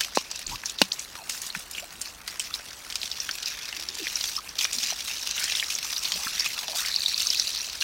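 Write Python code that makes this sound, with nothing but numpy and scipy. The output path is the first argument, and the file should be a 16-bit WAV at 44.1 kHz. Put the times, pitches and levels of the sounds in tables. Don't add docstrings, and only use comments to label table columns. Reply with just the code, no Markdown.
import sys
import numpy as np
from scipy import signal
from scipy.fft import rfft, irfft
from scipy.io import wavfile
from scipy.ndimage import uniform_filter1d, map_coordinates

SR = 44100
rng = np.random.default_rng(int(sys.argv[2]) if len(sys.argv) > 2 else 0)


def to_wav(sig):
    pcm = np.clip(np.atleast_2d(sig), -1, 1) * 32767
    pcm = np.round(pcm).astype(np.int16)
    wavfile.write(sys.argv[1], SR, pcm.T)


N = 345303
TOP_HZ = 15900

# time_s, level_db
JET_FLOW = [(0, -46), (1.15, -50.5), (1.85, -48), (2.22, -55.5), (2.45, -49.5), (2.8, -48), (3.1, -38.5),
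            (3.9, -40.5), (4.1, -33), (4.36, -32.5), (4.44, -50), (4.56, -43.5), (5.0, -37.5), (5.5, -27.5),
            (5.68, -36.5), (6.4, -29.5), (6.6, -40), (7.35, -29), (7.75, -38.5)]
# time_s, share (0-1)
JET_ON_GROUND = [(2.5, 0), (2.8, 0), (3.8, 1), (4.2, 0.1)]
# time_s, level_db
JET_MISTING = [(0.6, -48.5), (1.4, -42), (2.4, -46.5), (2.85, -44.5), (3.85, -49), (4.3, -44.5),
               (5.2, -45.5), (7.4, -43), (7.83, -48)]
# frequency_hz, gain_db
SPRAY_COLOUR = [(300, -42), (1200, -52), (2100, -3.5), (2600, 3), (3100, 0), (3900, 3.5), (5800, 8),
                (6900, 0.5), (9000, -19), (15000, -21)]
SLOSH_COLOUR = [(150, -32), (400, -9), (800, -11.5), (1200, -3.5), (1900, 2), (2600, 4), (3400, -0.5),
                (6000, -11.5)]
MIST_COLOUR = [(3000, -23), (6500, 8.5), (8000, 5), (10500, 0.5), (15500, 1)]
def jet(reference_db=-37):
    spray_db = 20 * np.log10(np.hypot(amp(curve(JET_FLOW)), washes()))
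    push_db = spray_db - reference_db
    on_ground = np.clip(curve(JET_ON_GROUND), 0, 1)
    slosh_db = -49 + 0.25 * push_db + 2.5 * on_ground + 0.6 * wobble(15)
    mist_db = curve(JET_MISTING) + 0.65 * push_db + 1.5 * wobble(22)
    clumps_db = 1.43 * wobble(55) + 2.47 * wobble(280)
    spray = shower(per_s=1500, spread_db=4.5, centre_hz=4440, octaves=0.887, cycles=3.2)
    spray += 1.8 * rng.standard_normal(N)
    slosh = shower(per_s=900, spread_db=4.5, centre_hz=1694, octaves=1.44, cycles=1.08)
    slosh += 1.44 * rng.standard_normal(N)
    mist = shower(per_s=1900, spread_db=4, centre_hz=10270, octaves=0.38, cycles=1.6)
    mist += 1.7 * rng.standard_normal(N)
    water = (amp(spray_db - 3.5) * coloured(spray, SPRAY_COLOUR)
             + amp(slosh_db) * coloured(slosh, SLOSH_COLOUR)
             + amp(mist_db) * coloured(mist, MIST_COLOUR))
    return shimmer(amp(clumps_db) * water, depth_db=3.0)


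def shower(per_s, spread_db, centre_hz, octaves, cycles, size=256):
    when, pitch, force, decay = rng.random((int(per_s * N / SR), 4)).T[:, :, None]
    start = (when * N).astype(int)
    hz = np.broadcast_to(centre_hz, N)[start] * 2 ** (octaves * (2 * pitch - 1))
    turns = np.clip(hz, 100, TOP_HZ) * np.arange(size) / SR
    strength = amp(spread_db * np.minimum(-np.log(1 - force), 4))
    envelope = np.exp(-turns / (cycles * (.5 + decay))) * (1 - np.exp(-2 * turns))
    rings = strength * envelope * np.sin(2 * np.pi * turns)
    samples = start + np.arange(size)
    return unit(np.bincount(samples.ravel(), rings.ravel(), N + size)[:N])


def shimmer(water, depth_db):
    spectra = signal.stft(water, nperseg=512)[2]
    patches = uniform_filter1d(rng.standard_normal(spectra.shape), size=4, axis=0)
    patches = uniform_filter1d(patches, size=7, axis=1)
    return signal.istft(spectra * amp(depth_db * unit(patches)), nperseg=512)[1][:N]


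# start_s, slap_db, centre_hz, width_octaves, wash_db, wash_length_s
WATER_GOUTS = [(0.0076, -21, 3530, 0.85, -26.5, 0.024), (0.1554, -31, 7200, 0.37, -28.5, 0.039),
               (0.313, -30, 5600, 0.33, -40, 0.089), (0.496, -38.5, 2300, 1, -35, 0.057),
               (0.6574, -25.5, 5470, 0.25, -35.5, 0.05), (0.7857, -29, 3680, 0.27, -33.5, 0.056),
               (0.929, -33.5, 5850, 0.3, -38, 0.022), (0.9933, -30.5, 6400, 0.23, -37.5, 0.03),
               (1.153, -37, 1890, 1, -48.5, 0.11), (1.2957, -27, 4430, 0.72, -37, 0.091),
               (1.418, -31.5, 7500, 0.6, -39.5, 0.068), (1.549, -28.5, 1760, 0.47, -40.5, 0.066),
               (1.7114, -35, 6700, 0.8, -41.5, 0.1), (2.0147, -28, 6460, 0.44, -42, 0.097),
               (2.2772, -29.5, 3100, 0.99, -42.5, 0.08), (2.3957, -25.5, 6600, 0.33, -38, 0.083),
               (2.5395, -26, 4170, 0.23, -35.5, 0.019), (3.458, -27, 4870, 0.23, -33.5, 0.06),
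               (4.5895, -23, 3870, 0.4, -29.5, 0.034), (4.61, -25, 3830, 0.56, -28, 0.035),
               (4.73, -26.5, 5200, 0.5, -30, 0.18), (5.079, -31, 3250, 0.99, -34.5, 0.034),
               (5.703, -26.5, 4140, 0.55, -31, 0.036), (5.9638, -27, 4400, 0.12, -36, 0.029),
               (6.1197, -23.5, 3600, 0.55, -49, 0.03), (6.5897, -28, 3970, 0.47, -35, 0.03),
               (6.758, -31, 4750, 0.5, -29, 0.12), (7.8108, -24.5, 3940, 0.35, -28, 0.02)]
def gouts():
    out = np.zeros(N)
    for start_s, slap_db, centre_hz, width_octaves, _, _ in WATER_GOUTS:
        add(out, start_s, amp(slap_db) * splat(centre_hz, width_octaves, t60_s=0.023, spatter_db=-16.5))
    return out


def washes(attack_s=0.0027, drain_t60_s=0.19, lead_s=0.0074):
    age = np.arange(SR // 2) / SR
    rise = 1 - np.exp(-age / attack_s)
    power = np.zeros(N)
    for start_s, *_, wash_db, length_s in WATER_GOUTS:
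        drained_db = 60 * np.maximum(age - length_s, 0) / drain_t60_s
        add(power, start_s - lead_s, (rise * amp(wash_db - drained_db)) ** 2)
    return np.sqrt(power)


def splat(centre_hz, width_octaves, t60_s, spatter_db, spatter_t60_s=0.11, skirt_db=-11, size=4096):
    contact_t60_s, flatten_s = 0.003, 0.00048
    t = np.arange(size) / SR
    contact = amp(5.5 - 60 * t / contact_t60_s)
    burst = (amp(-60 * t / t60_s) + contact) * (1 - np.exp(-t / flatten_s))
    spatter = amp(spatter_db - 60 * t / spatter_t60_s + 3.9 * wobble(460, size=size))
    bounce_s = rng.uniform(0.000438, 0.0012)

    def colour_db(hz):
        band = 1 / (1 + (np.log2(hz / centre_hz) / (1.31 * width_octaves)) ** 4)
        skirt = width_octaves * amp(skirt_db) / (1 + (hz / 9000) ** 2)
        bass_cut = 1 / (1 + (190 / hz) ** 4)
        hollow_db = 3 * np.cos(2 * np.pi * hz * bounce_s)
        return 20 * np.log10((band + skirt) * bass_cut) + hollow_db

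    slap = causal_filter((burst + spatter) * rng.standard_normal(size), colour_db, size=1024)
    return slap / np.std(slap[:400])


# start_s, level_db, centre_hz, width_octaves
LARGE_DROPS = [(0.0462, -31.5, 3600, 0.85), (0.359, -33, 5460, 0.44), (0.392, -35, 4500, 0.9),
               (0.5574, -33.5, 3300, 0.57), (0.6355, -35, 1500, 0.56), (0.697, -30.5, 5260, 0.45),
               (1.4653, -33.5, 7150, 0.45), (1.5016, -32, 3920, 0.13), (1.749, -34.5, 2770, 0.17),
               (1.781, -30, 2650, 0.15), (2.399, -29, 2860, 0.23), (2.901, -34, 4100, 0.49),
               (2.9243, -32.5, 4030, 0.59), (2.9556, -25, 4600, 0.61), (3.0155, -31.5, 4250, 0.21),
               (3.031, -28.5, 3570, 0.5), (3.0568, -31.5, 4040, 0.5), (3.076, -36, 4100, 0.5),
               (3.1143, -27.5, 4640, 0.25), (3.2018, -26, 5560, 0.14), (3.2913, -26.5, 2090, 0.63),
               (3.3103, -28, 4870, 0.24), (3.429, -29.5, 4070, 0.48), (3.7266, -31.5, 2290, 0.5),
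               (3.8102, -37, 4760, 0.3), (3.8875, -27.5, 4700, 0.32), (3.952, -35, 5500, 0.4),
               (4.069, -28, 2110, 0.33), (4.1561, -23.5, 5270, 0.15), (4.2101, -27, 3940, 0.35),
               (4.2401, -25.5, 3680, 0.74), (4.3642, -25, 5300, 0.1), (4.4907, -35, 4970, 0.22),
               (4.65, -24.5, 2470, 0.69), (4.7847, -26, 4840, 0.3), (4.8313, -29, 4270, 0.45),
               (5.3105, -26.5, 4500, 0.58), (5.379, -27, 2920, 0.23), (5.4406, -25, 5600, 0.52),
               (5.521, -24.5, 3600, 0.41), (5.5515, -24.5, 4000, 0.3), (5.5977, -24.5, 3570, 0.25),
               (5.6263, -26.5, 2180, 0.2), (5.7515, -25.5, 5940, 0.13), (6.051, -25.5, 4000, 0.17),
               (6.14, -29, 4600, 0.14), (6.2687, -30, 1450, 0.28), (6.4595, -27, 2750, 0.76),
               (6.6807, -29.5, 3900, 0.41), (6.849, -32, 2400, 0.39)]
def drips():
    out = np.zeros(N)
    for start_s, level_db, centre_hz, width_octaves in LARGE_DROPS:
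        add(out, start_s, amp(level_db) * splat(centre_hz, width_octaves, t60_s=0.017, spatter_db=-19))
    return out


# start_s, level_db, pitch_hz
TOOTH_SPITS = [(6.3956, -21.5, 5200), (6.406, -24, 5100), (6.9607, -19, 4870), (7.0604, -18.5, 3940),
               (7.178, -25, 5400), (7.2022, -25, 4840), (7.2695, -21.5, 5550), (7.302, -20, 5200),
               (7.3715, -29, 4840), (7.397, -19, 5050), (7.4728, -37, 4180), (7.6155, -31.5, 5530)]
def spits():
    out = np.zeros(N)
    for start_s, level_db, pitch_hz in TOOTH_SPITS:
        spit = splat(pitch_hz, width_octaves=0.14, t60_s=0.013, spatter_db=-21)
        add(out, start_s, amp(level_db) * spit)
    return out


# start_s, length_s, start_hz, end_hz, level_db
HOLLOW_GULPS = [(3.28, 0.64, 1730, 2030, -50.5), (4.03, 0.33, 2300, 2830, -52),
                (4.8, 0.16, 2280, 2680, -38), (5.33, 0.29, 1670, 2800, -38), (5.74, 0.47, 1900, 870, -52),
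                (6.17, 0.12, 890, 1300, -50), (6.27, 0.33, 1800, 2700, -40), (6.55, 0.12, 1300, 653, -51.5),
                (6.66, 0.17, 624, 1030, -46.5), (6.76, 0.2, 1410, 2280, -39.5)]
def gulps(fade_share=0.58):
    t = np.arange(N) / SR
    hollow_hz = np.full(N, float(HOLLOW_GULPS[0][2]))
    gain = np.zeros(N)
    for start_s, length_s, start_hz, end_hz, level_db in HOLLOW_GULPS:
        during = (t >= start_s) & (t < start_s + length_s)
        hollow_hz[during] = np.geomspace(start_hz, end_hz, during.sum())
        add(gain, start_s, amp(level_db) * signal.windows.tukey(int(length_s * SR), fade_share))
    return gain * shower(per_s=900, spread_db=4.5, centre_hz=hollow_hz, octaves=0.39, cycles=3.5, size=900)


# time_s, level_db
SIZZLE_LEVEL = [(5.9, -62), (6.3, -50), (6.75, -42.5), (6.97, -31.5), (7.48, -32), (7.83, -49)]
# frequency_hz, gain_db
SIZZLE_COLOUR = [(1500, -45), (3100, -10), (3950, 4), (4550, 3), (5450, -15), (6400, -20), (10000, -29)]
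def sizzle():
    droplets = shower(per_s=900, spread_db=6.0, centre_hz=4660, octaves=0.38, cycles=1.7, size=400)
    return amp(curve(SIZZLE_LEVEL)) * coloured(droplets, SIZZLE_COLOUR)


# start_s, thud_db, boom_db, crack_db
CAMERA_HITS = [(0.1727, -17.5, -60, -28), (0.8164, -17.5, -24, -11)]
# pitch_hz, level_db, t60_s
CASE_MODES = [(405, -5, 0.017), (583, 18.5, .014), (856, 23, 0.011), (1046, 6, 0.047)]
BODY_MODES = [(192, -10, 0.14), (283, 9, 0.019)]
PORT_MODES = [(2560, 0, 0.02), (2850, -4, 0.03), (4060, 5, 0.016), (4600, 16, 0.0032), (5500, 2, 0.0068)]
def knocks():
    out = np.zeros(N)
    for start_s, thud_db, boom_db, crack_db in CAMERA_HITS:
        add(out, start_s, amp(thud_db) * ring(CASE_MODES) + amp(boom_db) * ring(BODY_MODES))
        burst = splat(3400, 0.44, t60_s=0.023, spatter_db=-18, spatter_t60_s=.05, skirt_db=-4)
        add(out, start_s + .0008, amp(crack_db) * (ring(PORT_MODES) + .5 * burst))
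    bass_cut = signal.butter(6, 195, "high", fs=SR, output="sos")
    return signal.sosfilt(bass_cut, out)


def ring(modes, size=4096):
    t = np.arange(size) / SR
    ringing = sum(amp(level_db + rng.normal(0, 1) - 60 * t / t60_s) * np.sin(2 * np.pi * pitch_hz * t)
                  for pitch_hz, level_db, t60_s in modes)
    return ringing / np.std(ringing[:SR // 100])


# start_s, length_s, start_hz, end_hz, level_db
LIP_POCKETS = [(0.508, 0.052, 833, 1145, -40.5), (1.167, 0.074, 1010, 700, -48.5),
               (1.56, 0.021, 212, 183, -43), (1.819, 0.027, 600, 740, -45), (3.72, 0.27, 331.6, 381, -60),
               (3.988, 0.0565, 481, 270, -43.5), (4.376, 0.024, 1200, 1140, -37),
               (4.727, 0.17, 240, 230, -55), (4.923, 0.0062, 850, 716, -35.5), (6.12, 0.07, 196, 201, -53),
               (6.264, 0.005, 257, 200, -41.5), (6.455, 0.019, 2580, 2650, -29)]
THIN_SQUIRTS = [(0.4645, 0.0071, 3250, 9150, -28), (0.476, 0.0064, 3400, 9100, -40),
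                (0.9168, 0.0073, 2800, 7000, -21.5)]
def gurgles(pockets, roughness):
    out = np.zeros(N)
    for start_s, length_s, start_hz, end_hz, level_db in pockets:
        size = int(length_s * SR)
        phase = 2 * np.pi * np.cumsum(np.geomspace(start_hz, end_hz, size)) / SR
        stir_hz = roughness * start_hz
        tone = wobble(stir_hz, size) * np.sin(phase) + wobble(stir_hz, size) * np.cos(phase)
        add(out, start_s, amp(level_db) * unit(tone * signal.windows.tukey(size, .5)))
    return out


# frequency_hz, gain_db
PATTER_COLOUR = [(200, -26.5), (900, -15), (2300, -4), (5800, 2.5), (7200, -11.5), (15000, -17)]
def patter(per_s=130, spread_db=6, rise_s=0.00046, fall_s=0.0014, ceiling_db=-39):
    when, force = rng.random((int(per_s * N / SR), 2)).T
    strength = amp(spread_db * np.minimum(-np.log(1 - force), 3))
    energy = np.bincount((when * N).astype(int), strength ** 2, N)
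    for lag_s in (rise_s, fall_s):
        energy = signal.lfilter([1], [1, -np.exp(-1 / (lag_s * SR))], energy)
    ticks = coloured(np.sqrt(energy) * rng.standard_normal(N), PATTER_COLOUR)
    return amp(np.minimum(curve(JET_FLOW) - 1.5, ceiling_db)) * ticks


# start_s, length_s, level_db
GRIP_SHIFTS = [(0.437, 0.16, -45), (4.099, 0.49, -68)]
def handling():
    colour = [(15, -18), (35, -7.0), (90, -15.5), (250, -26.5), (900, -42)]  # frequency_hz, gain_db
    out = np.zeros(N)
    for start_s, length_s, level_db in GRIP_SHIFTS:
        size = int(length_s * SR)
        rumble = coloured(rng.standard_normal(size), colour, size=8192)
        add(out, start_s, amp(level_db) * unit(rumble * np.hanning(size)))
    return out


# frequency_hz, gain_db
AIR_COLOUR = [(13, -31), (22, -6), (59, 4), (118, -6), (204, -4.5), (420, -8), (1500, -5.5), (1950, -8),
              (3300, -120)]
def paddock_air(level_db=-52.5):
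    return amp(level_db) * coloured(rng.standard_normal(N), AIR_COLOUR, size=16384)


def amp(db):
    return 10 ** (np.asarray(db) / 20)


def unit(x):
    return x / np.sqrt(np.mean(x ** 2) + 1e-20)


def add(track, start_s, sound):
    i = max(round(start_s * SR), 0)
    track[i:i + len(sound)] += sound[:max(len(track) - i, 0)]


def curve(rows):
    time_s, values = np.transpose(rows)
    return np.interp(np.arange(N) / SR, time_s, values)


def wobble(per_s, size=N):
    knots = rng.standard_normal(int(size * per_s / SR) + 4)
    return map_coordinates(knots, [np.arange(size) * per_s / SR])


def causal_filter(x, gain_db, size):
    gain = amp(gain_db(np.fft.rfftfreq(size, 1 / SR) + 1))
    cepstrum = irfft(np.log(gain + 1e-6))
    cepstrum[1:size // 2] *= 2
    cepstrum[size // 2 + 1:] = 0
    impulse_response = irfft(np.exp(rfft(cepstrum)))
    return signal.oaconvolve(x, impulse_response)[:len(x)]


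def coloured(x, colour, size=2048):
    hz, db = np.transpose(colour)
    return unit(causal_filter(x, lambda f: np.interp(np.log(f), np.log(hz), db), size))


def scene():
    water = jet() + gulps() + sizzle() + patter() + gouts() + drips() + spits() + knocks()
    lips = gurgles(LIP_POCKETS, roughness=0.275) + gurgles(THIN_SQUIRTS, roughness=0.43)
    return (water + lips + paddock_air() + handling())[None]


def record(dry):
    clipped = np.clip(dry, -1, 1)
    in_band = np.fft.rfftfreq(N, 1 / SR) < TOP_HZ
    return irfft(rfft(clipped) * in_band, N)


dry = scene()
out = record(dry)
to_wav(out)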